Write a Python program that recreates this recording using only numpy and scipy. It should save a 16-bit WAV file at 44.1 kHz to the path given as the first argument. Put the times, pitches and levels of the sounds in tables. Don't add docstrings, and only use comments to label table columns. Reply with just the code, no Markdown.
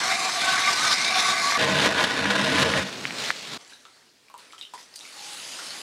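import sys
import numpy as np
from scipy import signal
from scipy.io import wavfile
from scipy.ndimage import uniform_filter1d

SR = 44100
rng = np.random.default_rng(int(sys.argv[2]) if len(sys.argv) > 2 else 0)


def master(y):
    cut = np.clip(np.atleast_2d(y).T, -1, 1)
    pcm = np.round(cut * 32767)
    wavfile.write(sys.argv[1], SR, pcm.astype(np.int16))


N = 256662
T = np.arange(N) / SR
GIVE_S = 0.013
# frequency in Hz, relative level in dB.
WASH_COLOUR = [(50, -25), (141, 0.5), (243, -0.5), (1500, -12), (1950, -54)]


def gain_of(db):
    return 10 ** (np.asarray(db) / 20)


def unit_rms(x):
    return x / np.sqrt(np.mean(x ** 2) + 1e-20)


def add(mix, start_s, sound):
    part = mix[round(start_s * SR):][:len(sound)]
    part += sound[:len(part)]


def stretch(start_s, end_s):
    t = T[round(start_s * SR):round(end_s * SR)]
    return t, np.clip(np.minimum(t - t[0], t[-1] - t) / .003, 0, 1)


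def follow(t, rows):
    times, *columns = np.transpose(rows)
    return [np.interp(t, times, column) for column in columns]


def drift(count, span_s):
    size = int(span_s * SR)
    return unit_rms(uniform_filter1d(uniform_filter1d(rng.standard_normal(count), size), size))


def coloured(x, colour, lo_hz=0):
    hz = abs(np.fft.fftfreq(4096, 1 / SR))
    points_hz, points_db = np.transpose(colour)
    db = np.interp(np.log(hz + 1), np.log(points_hz), points_db)
    log_gain = np.log(gain_of(np.maximum(db, -100)))
    taps = np.fft.ifft(np.exp(np.conj(signal.hilbert(log_gain)))).real[:2048]
    share = np.sum(np.exp(2 * log_gain[hz >= lo_hz])) / np.sum(np.exp(2 * log_gain))
    return unit_rms(signal.oaconvolve(x, taps)[:len(x)]) / np.sqrt(share)


def patchy(x, depth_db, tilt_db=0):
    hz, t, spectrum = signal.stft(x, SR, nperseg=256)
    patches = rng.standard_normal(spectrum.shape[::-1]).T
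    patches = unit_rms(uniform_filter1d(uniform_filter1d(patches, size=3, axis=0), size=30, axis=1))
    patches *= np.clip(hz[:, None] / 1500, .2, 1)
    slope = np.interp(t * SR, np.arange(len(x)), tilt_db * np.ones(len(x)))
    octaves = np.log2(np.maximum(hz[:, None], 900) / 6000)
    spectrum *= gain_of(depth_db * patches + octaves * slope)
    return signal.istft(spectrum, SR, nperseg=256)[1][:len(x)]


def resonate(x, hz, width_hz):
    carrier = np.exp(2j * np.pi * np.cumsum(hz * np.ones(len(x))) / SR)
    pole = np.exp(-np.pi * width_hz / SR)
    return 2 * (carrier * signal.lfilter([1 - pole], [1, -pole], x / carrier)).real


def ring(x, modes, waver_db, bend=0.017):
    out = 0
    for hz, width_hz, db in modes:
        bent_hz = hz * (1 + bend * drift(len(x), 0.021))
        mode = resonate(resonate(x, bent_hz, 1.87 * width_hz), bent_hz, 0.94 * width_hz)
        out = out + gain_of(db + waver_db * drift(len(x), 0.056)) * mode
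    return unit_rms(out)


def grit(count, per_s, spread_db, hiss, judder_db):
    clicks = gain_of(spread_db * np.minimum(rng.exponential(1, count), 4.5))
    clicks *= rng.choice([-1., 1.], count)
    clicks *= rng.random(count) < per_s / SR
    grains = unit_rms(clicks) + hiss * rng.standard_normal(count)
    return unit_rms(grains * gain_of(judder_db * drift(count, 0.0049)))


def air():
    # frequency in Hz, relative level in dB.
    colour = [(40, -18), (401, -11), (1060, -24), (4590, -16), (8830, -27), (15700, -34.5)]
    return gain_of(-63) * coloured(rng.standard_normal(N), colour)


def shelter(x, t60_s):
    taps = np.zeros(SR // 4)
    slots = np.arange(200, len(taps) - 20, 20)
    taps[slots + rng.integers(0, 20, len(slots))] = rng.choice([-1., 1.], len(slots))
    taps *= gain_of(-60 * T[:len(taps)] / t60_s)
    return signal.oaconvolve(x, taps / np.linalg.norm(taps))[:N]


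def gurgle():
    # time in seconds, level in dB.
    swell = [(5.13, -60), (5.23, -48), (5.37, -55)]
    t, edge = stretch(swell[0][0], swell[-1][0])
    hum_hz, width_hz = 837, 70
    hum = ring(rng.standard_normal(len(t)), [(hum_hz, width_hz, 0)], waver_db=1.0)
    return t[0], edge * gain_of(follow(t, swell)[0]) * hum


def ladle_scrape():
    # pitch in Hz, nominal width in Hz, relative level in dB.
    ladle_modes = [(2780, 410, 1), (4870, 200, -1)]
    # time in seconds, level in dB.
    swell = [(5.201, -71), (5.52, -41.5), (5.6, -45)]
    t, edge = stretch(swell[0][0], swell[-1][0])
    grains = grit(len(t), per_s=2000, spread_db=0, hiss=0.54, judder_db=1.5)
    ladle = ring(grains, ladle_modes, waver_db=3.5, bend=0.041)
    return t[0], edge * gain_of(follow(t, swell)[0]) * ladle


def rustle():
    # frequency in Hz, relative level in dB.
    colour = [(40, -43), (75, -31), (276, -9), (492, -8.5), (1350, -7.5), (4610, -3), (10200, -11),
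              (15700, -36)]
    # time in seconds, level in dB, brightness in dB per octave.
    sweep = [(3.58, -59, -1), (4.05, -64.5, -3), (4.13, -69.5, -1.5), (4.9, -61, -2), (5.03, -50.5, -0.5),
             (5.33, -42.5, 0.5), (5.82, -43, -1.5)]
    # start and fade time in seconds, level in dB, brightness in dB per octave.
    rubs = [(3.588, 0.16, -61.5, -7), (3.693, 0.11, -55.5, -1.5), (4.377, 0.21, -57.5, -2.5),
            (4.515, 0.083, -58, -1), (4.58, 0.045, -55, -1.5), (4.734, 0.057, -50.5, -2.5),
            (4.776, 0.11, -53, -0.5), (4.955, 0.019, -42.5, 4.5)]
    rise_s, fall_db = 0.0052, -14.5
    t, edge = stretch(3.58, 5.82)
    sleeve_db, tilt_db = follow(t, sweep)
    power = gain_of(sleeve_db) ** 2
    weighted_tilt = power * tilt_db
    for start_s, fade_s, db, rub_tilt_db in rubs:
        age = np.maximum(t - start_s, 0)
        rub = np.minimum(age / rise_s, 1) * gain_of(db + fall_db * (age / fade_s) ** 2)
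        power += rub ** 2
        weighted_tilt += rub ** 2 * rub_tilt_db
    body = gain_of(1.814 * sleeve_db + 15) * coloured(rng.standard_normal(len(t)), WASH_COLOUR)
    friction = grit(len(t), per_s=5000, spread_db=2.7, hiss=1.4, judder_db=0.6)
    swish = patchy(coloured(friction, colour, lo_hz=4720), depth_db=2.3, tilt_db=weighted_tilt / power)
    return t[0], edge * (np.sqrt(power) * swish + body)


def snap(hz):
    t = np.arange(200) / SR - .0009
    crack = np.exp(-(t * hz / .6) ** 2)
    after_swing = .25 * np.clip(t * hz, 0, 1) * np.exp(-t / .0012)
    return (crack + after_swing) * np.cos(2 * np.pi * hz * t)


def drop(hz):
    t = np.arange(4000) / SR
    t60_s = 0.036 * (1000 / hz) ** 0.6
    phase = 2 * np.pi * hz * (t + 2.9 * t ** 2) + .8 * drift(len(t), .003)
    bubble = np.minimum(t * hz, 1) * gain_of(-60 * t / t60_s) * np.sin(phase)
    bubble *= 1 + 0.3 * drift(len(t), 0.0016)
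    splash = gain_of(-4 - 60 * t / 0.0037) * rng.standard_normal(len(t))
    return bubble + signal.lfilter(*signal.butter(2, [1500, 9000], "band", fs=SR), splash)


def drips():
    # start in seconds, level in dB, pitch of the tick or bubble in Hz.
    ticks = [(3.612, -35, 5500), (3.648, -34, 4500), (3.677, -36, 7000), (3.852, -33, 3500),
             (4.092, -43, 4500), (4.378, -32.5, 9500), (4.524, -33, 3200), (4.591, -32, 8000),
             (4.738, -32, 8000), (4.829, -32, 6000), (4.959, -26, 8900), (4.612, -24, 3700),
             (4.991, -25, 5800)]
    drops = [(3.724, -40.5, 1620), (3.734, -35, 3820), (3.853, -40.5, 1274), (4.284, -43, 2430),
             (4.3, -36.5, 1030), (4.341, -34.5, 930), (4.506, -46, 2110), (4.533, -35.5, 1270),
             (4.581, -37, 3230), (4.612, -27.5, 3670), (4.626, -28.5, 2740), (4.651, -35, 3100),
             (4.737, -28.5, 966), (4.778, -37.5, 1900), (4.940, -35, 5000), (4.959, -30.5, 4670),
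             (5.009, -32, 3690), (5.052, -32, 2200), (5.590, -30, 1375), (5.706, -26.5, 4320)]
    track = np.zeros(N)
    for voice, hits in ((snap, ticks), (drop, drops)):
        for start_s, db, hz in hits:
            add(track, start_s, gain_of(db) * voice(hz))
    return track


def slush():
    # frequency in Hz, relative level in dB.
    colour = [(240, -27), (400, -1.5), (798, -4), (1800, 0.5), (2650, 0), (4130, 1), (8640, -13),
              (15700, -32.5)]
    # stop, rise time and hold time in seconds, lift over the steady crackle in dB.
    slides = [(2.828, 0.011, 0.023, 12.5), (3.307, 0.067, 0.11, 8), (3.543, 0.0087, 0.016, 2.5)]
    # time in seconds, level in dB.
    water_level = [(2.8, -55), (2.9, -40.5), (3.3, -42), (3.33, -54), (3.5, -47.5), (3.578, -41.5)]
    steady_db, settle_s = -41.5, 0.014
    t, edge = stretch(2.8, 3.578)
    fade_in = np.clip((t - t[0]) / 0.066, 0, 1)
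    slide_db = sum(np.interp(t, [stop - hold - rise, stop - hold, stop, stop + settle_s], [0, db, db, 0])
                   for stop, rise, hold, db in slides)
    grains = grit(len(t), per_s=3000, spread_db=3, hiss=0.97, judder_db=1.0)
    wash = coloured(rng.standard_normal(len(t)), WASH_COLOUR) * gain_of(follow(t, water_level)[0])
    crackle = patchy(coloured(grains, colour, lo_hz=3650), depth_db=1.5, tilt_db=0.15)
    return t[0], edge * fade_in * (gain_of(steady_db + slide_db) * crackle + wash)


def ice_snaps():
    # start in seconds, peak level in dB, pitch in Hz.
    cracks = [(1.522, -8.5, 1510), (2.255, -9.5, 1580), (2.583, -7.5, 1730), (2.629, -7, 1740),
              (2.737, -6, 1830), (3.053, -8.5, 2200), (3.107, -16, 2285), (3.304, -4.5, 1760)]
    track = np.zeros(N)
    for start_s, db, hz in cracks:
        add(track, start_s, gain_of(db) * snap(hz))
    return track


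def blade_load(t):
    # moment the ice gives and build-up time in seconds, lift over the steady cut in dB.
    bites = [(0.12, 0.1, 3), (0.54, 0.24, 3.5), (0.74, 0.24, 4), (0.94, 0.26, 5.5), (1.052, 0.016, 4.5),
             (1.206, 0.055, 6.5), (1.31, 0.22, 4), (1.525, 0.14, 3.5), (1.646, 0.077, 7.5),
             (1.79, 0.145, 5), (1.871, 0.17, 8), (2.044, 0.091, 8.5), (2.32, 0.029, 5.5), (2.47, 0.1, 3),
             (2.629, 0.16, 9.5), (2.785, 0.1, 3.5)]
    return np.max([np.interp(t, [gives - build, gives, gives + GIVE_S], [0, db, 0])
                   for gives, build, db in bites], axis=0)


def auger_at_surface():
    # frequency in Hz, relative level in dB.
    colour = [(50, -26.5), (217, -13.5), (568, -15.5), (740, -14), (1010, -7), (1350, -8), (2600, -9),
              (5200, -8), (9950, -22), (15700, -47)]
    # pitch in Hz, nominal width in Hz, relative level in dB.
    blade_modes = [(3690, 480, 14), (4190, 77, 16.5), (7100, 140, -0.5)]
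    high_modes = [(1657, 72, 0), (2115, 170, 1.5), (2327, 55, 4)]
    low_modes = [(691.4, 29, -0.92), (750.7, 29, -0.075)]
    bright_mode = [(1511, 23, 0)]
    # time in seconds, then the levels
    # of the loose, low, bright and high modes in dB against the steady cut.
    ring_levels = [(0.0, -5, -6, -2, -0.5), (.17, -6, -4.5, -21, -2), (.32, -8, -8.5, -17, -11),
                   (.5, -2.5, -1.5, 4.5, -2.5), (.61, -3, -7.5, -16, -1.5), (.68, 0.5, -2, -3, 7),
                   (0.788, -0.5, -23, -3.5, -3.5), (0.92, -1, -10.5, -1, -3), (.965, -13, -13, -14, -2.5),
                   (1.2, -2, -1, -3.5, 3.5), (1.27, 7.5, -8.5, -7.5, -0.5), (1.4, -3.5, -5.5, -10, -3.5),
                   (1.5, 2.5, -7, -17, -0.5)]
    steady_db, ring_share = -29.5, 0.12
    jam_s, tightest_s, screech_s, free_s = 0.736, 0.85, 0.94, 0.96
    loose_hz, jam_rise_hz, loose_width_hz = 1132, 141, 50
    t, edge = stretch(0, 1.578)
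    bite_db = blade_load(t)
    loose_db, low_db, bright_db, high_db = follow(t, ring_levels)
    jam = np.interp(t, [jam_s, tightest_s, free_s], [0, 1, 0])
    screech_db = np.interp(t, [jam_s, screech_s, screech_s + GIVE_S], [0, 9, 0])
    chips = grit(len(t), per_s=6000, spread_db=3, hiss=1.0, judder_db=1.0)
    shavings = grit(len(t), per_s=5000, spread_db=2, hiss=0.97, judder_db=1.6)
    cut = patchy(coloured(chips, colour, lo_hz=2120), depth_db=2.5)
    cut += gain_of(screech_db - 10.5) * ring(chips, blade_modes, waver_db=2.2)
    loose_mode = [(loose_hz + jam_rise_hz * jam, loose_width_hz, 0)]
    steel = gain_of(loose_db) * ring(shavings, loose_mode, waver_db=-0.9)
    steel += gain_of(high_db) * ring(shavings, high_modes, waver_db=3.5, bend=0.014)
    steel += gain_of(low_db) * ring(shavings, low_modes, waver_db=0.6, bend=0.004)
    steel += gain_of(bright_db) * ring(shavings, bright_mode, waver_db=0.6, bend=0.004)
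    auger = gain_of(bite_db) * cut + gain_of(ring_share * bite_db) * steel
    return t[0], edge * gain_of(steady_db) * auger


def auger_in_hole():
    # frequency in Hz, relative level in dB.
    colour = [(59, -15.5), (100, -7.5), (404, 0), (630, -3), (923, 0), (1670, -2.5), (3810, -5.5),
              (9660, -24.5), (15700, -47)]
    # pitch in Hz, nominal width in Hz, relative level in dB.
    steel_modes = [(1015, 25, 7), (1458, 93, 7), (1660, 170, 3), (1898, 62, 4), (3545, 110, 0),
                   (9630, 240, -16)]
    ice_modes = [(90.6, 6.2, -2.5), (144, 16, -4.5), (200.4, 11, 1.5), (278, 81, -8.5), (472.6, 33, -6),
                 (548, 53, -10), (639, 41, -3.5)]
    # time in seconds, relative level in dB.
    boom_level = [(1.575, 12.5), (1.8, 13), (2.13, 4), (2.21, 13.5), (2.9, 12.5)]
    steel_share, ice_share = 0.68, 0.099
    steady_db, through_s, through_db = -30.5, 2.795, -12.5
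    t, edge = stretch(1.574, 2.9)
    bite_db = blade_load(t)
    level_db = steady_db + through_db * np.clip((t - through_s) / 0.075, 0, 1)
    chips = grit(len(t), per_s=3000, spread_db=3, hiss=0.64, judder_db=1.37)
    cut = patchy(coloured(chips, colour, lo_hz=2530), depth_db=1.2, tilt_db=0.12 * bite_db)
    cut *= gain_of(bite_db - 0.5)
    steel = gain_of(steel_share * bite_db - 3) * ring(chips, steel_modes, waver_db=2.3)
    boom_db = ice_share * bite_db + follow(t, boom_level)[0] - 12.5
    boom = gain_of(boom_db) * ring(chips, ice_modes, waver_db=2.3)
    return t[0], edge * gain_of(level_db) * (cut + steel + boom)


def scene():
    mix = air()
    for source in (auger_at_surface, auger_in_hole, slush, rustle, gurgle, ladle_scrape):
        add(mix, *source())
    snaps, dripping = ice_snaps(), drips()
    mix += snaps + gain_of(-25.5) * shelter(snaps, t60_s=0.057)
    mix += dripping + gain_of(-1) * shelter(dripping, t60_s=0.22)
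    return np.array([mix, mix])


def record(dry):
    thin = signal.sosfilt(signal.butter(3, 72, "high", fs=SR, output="sos"), dry)
    low_pass = signal.firwin(511, 15850, window=("kaiser", 9), fs=SR)
    return signal.oaconvolve(thin, low_pass[None], "same")


dry = scene()
out = record(dry)
master(out)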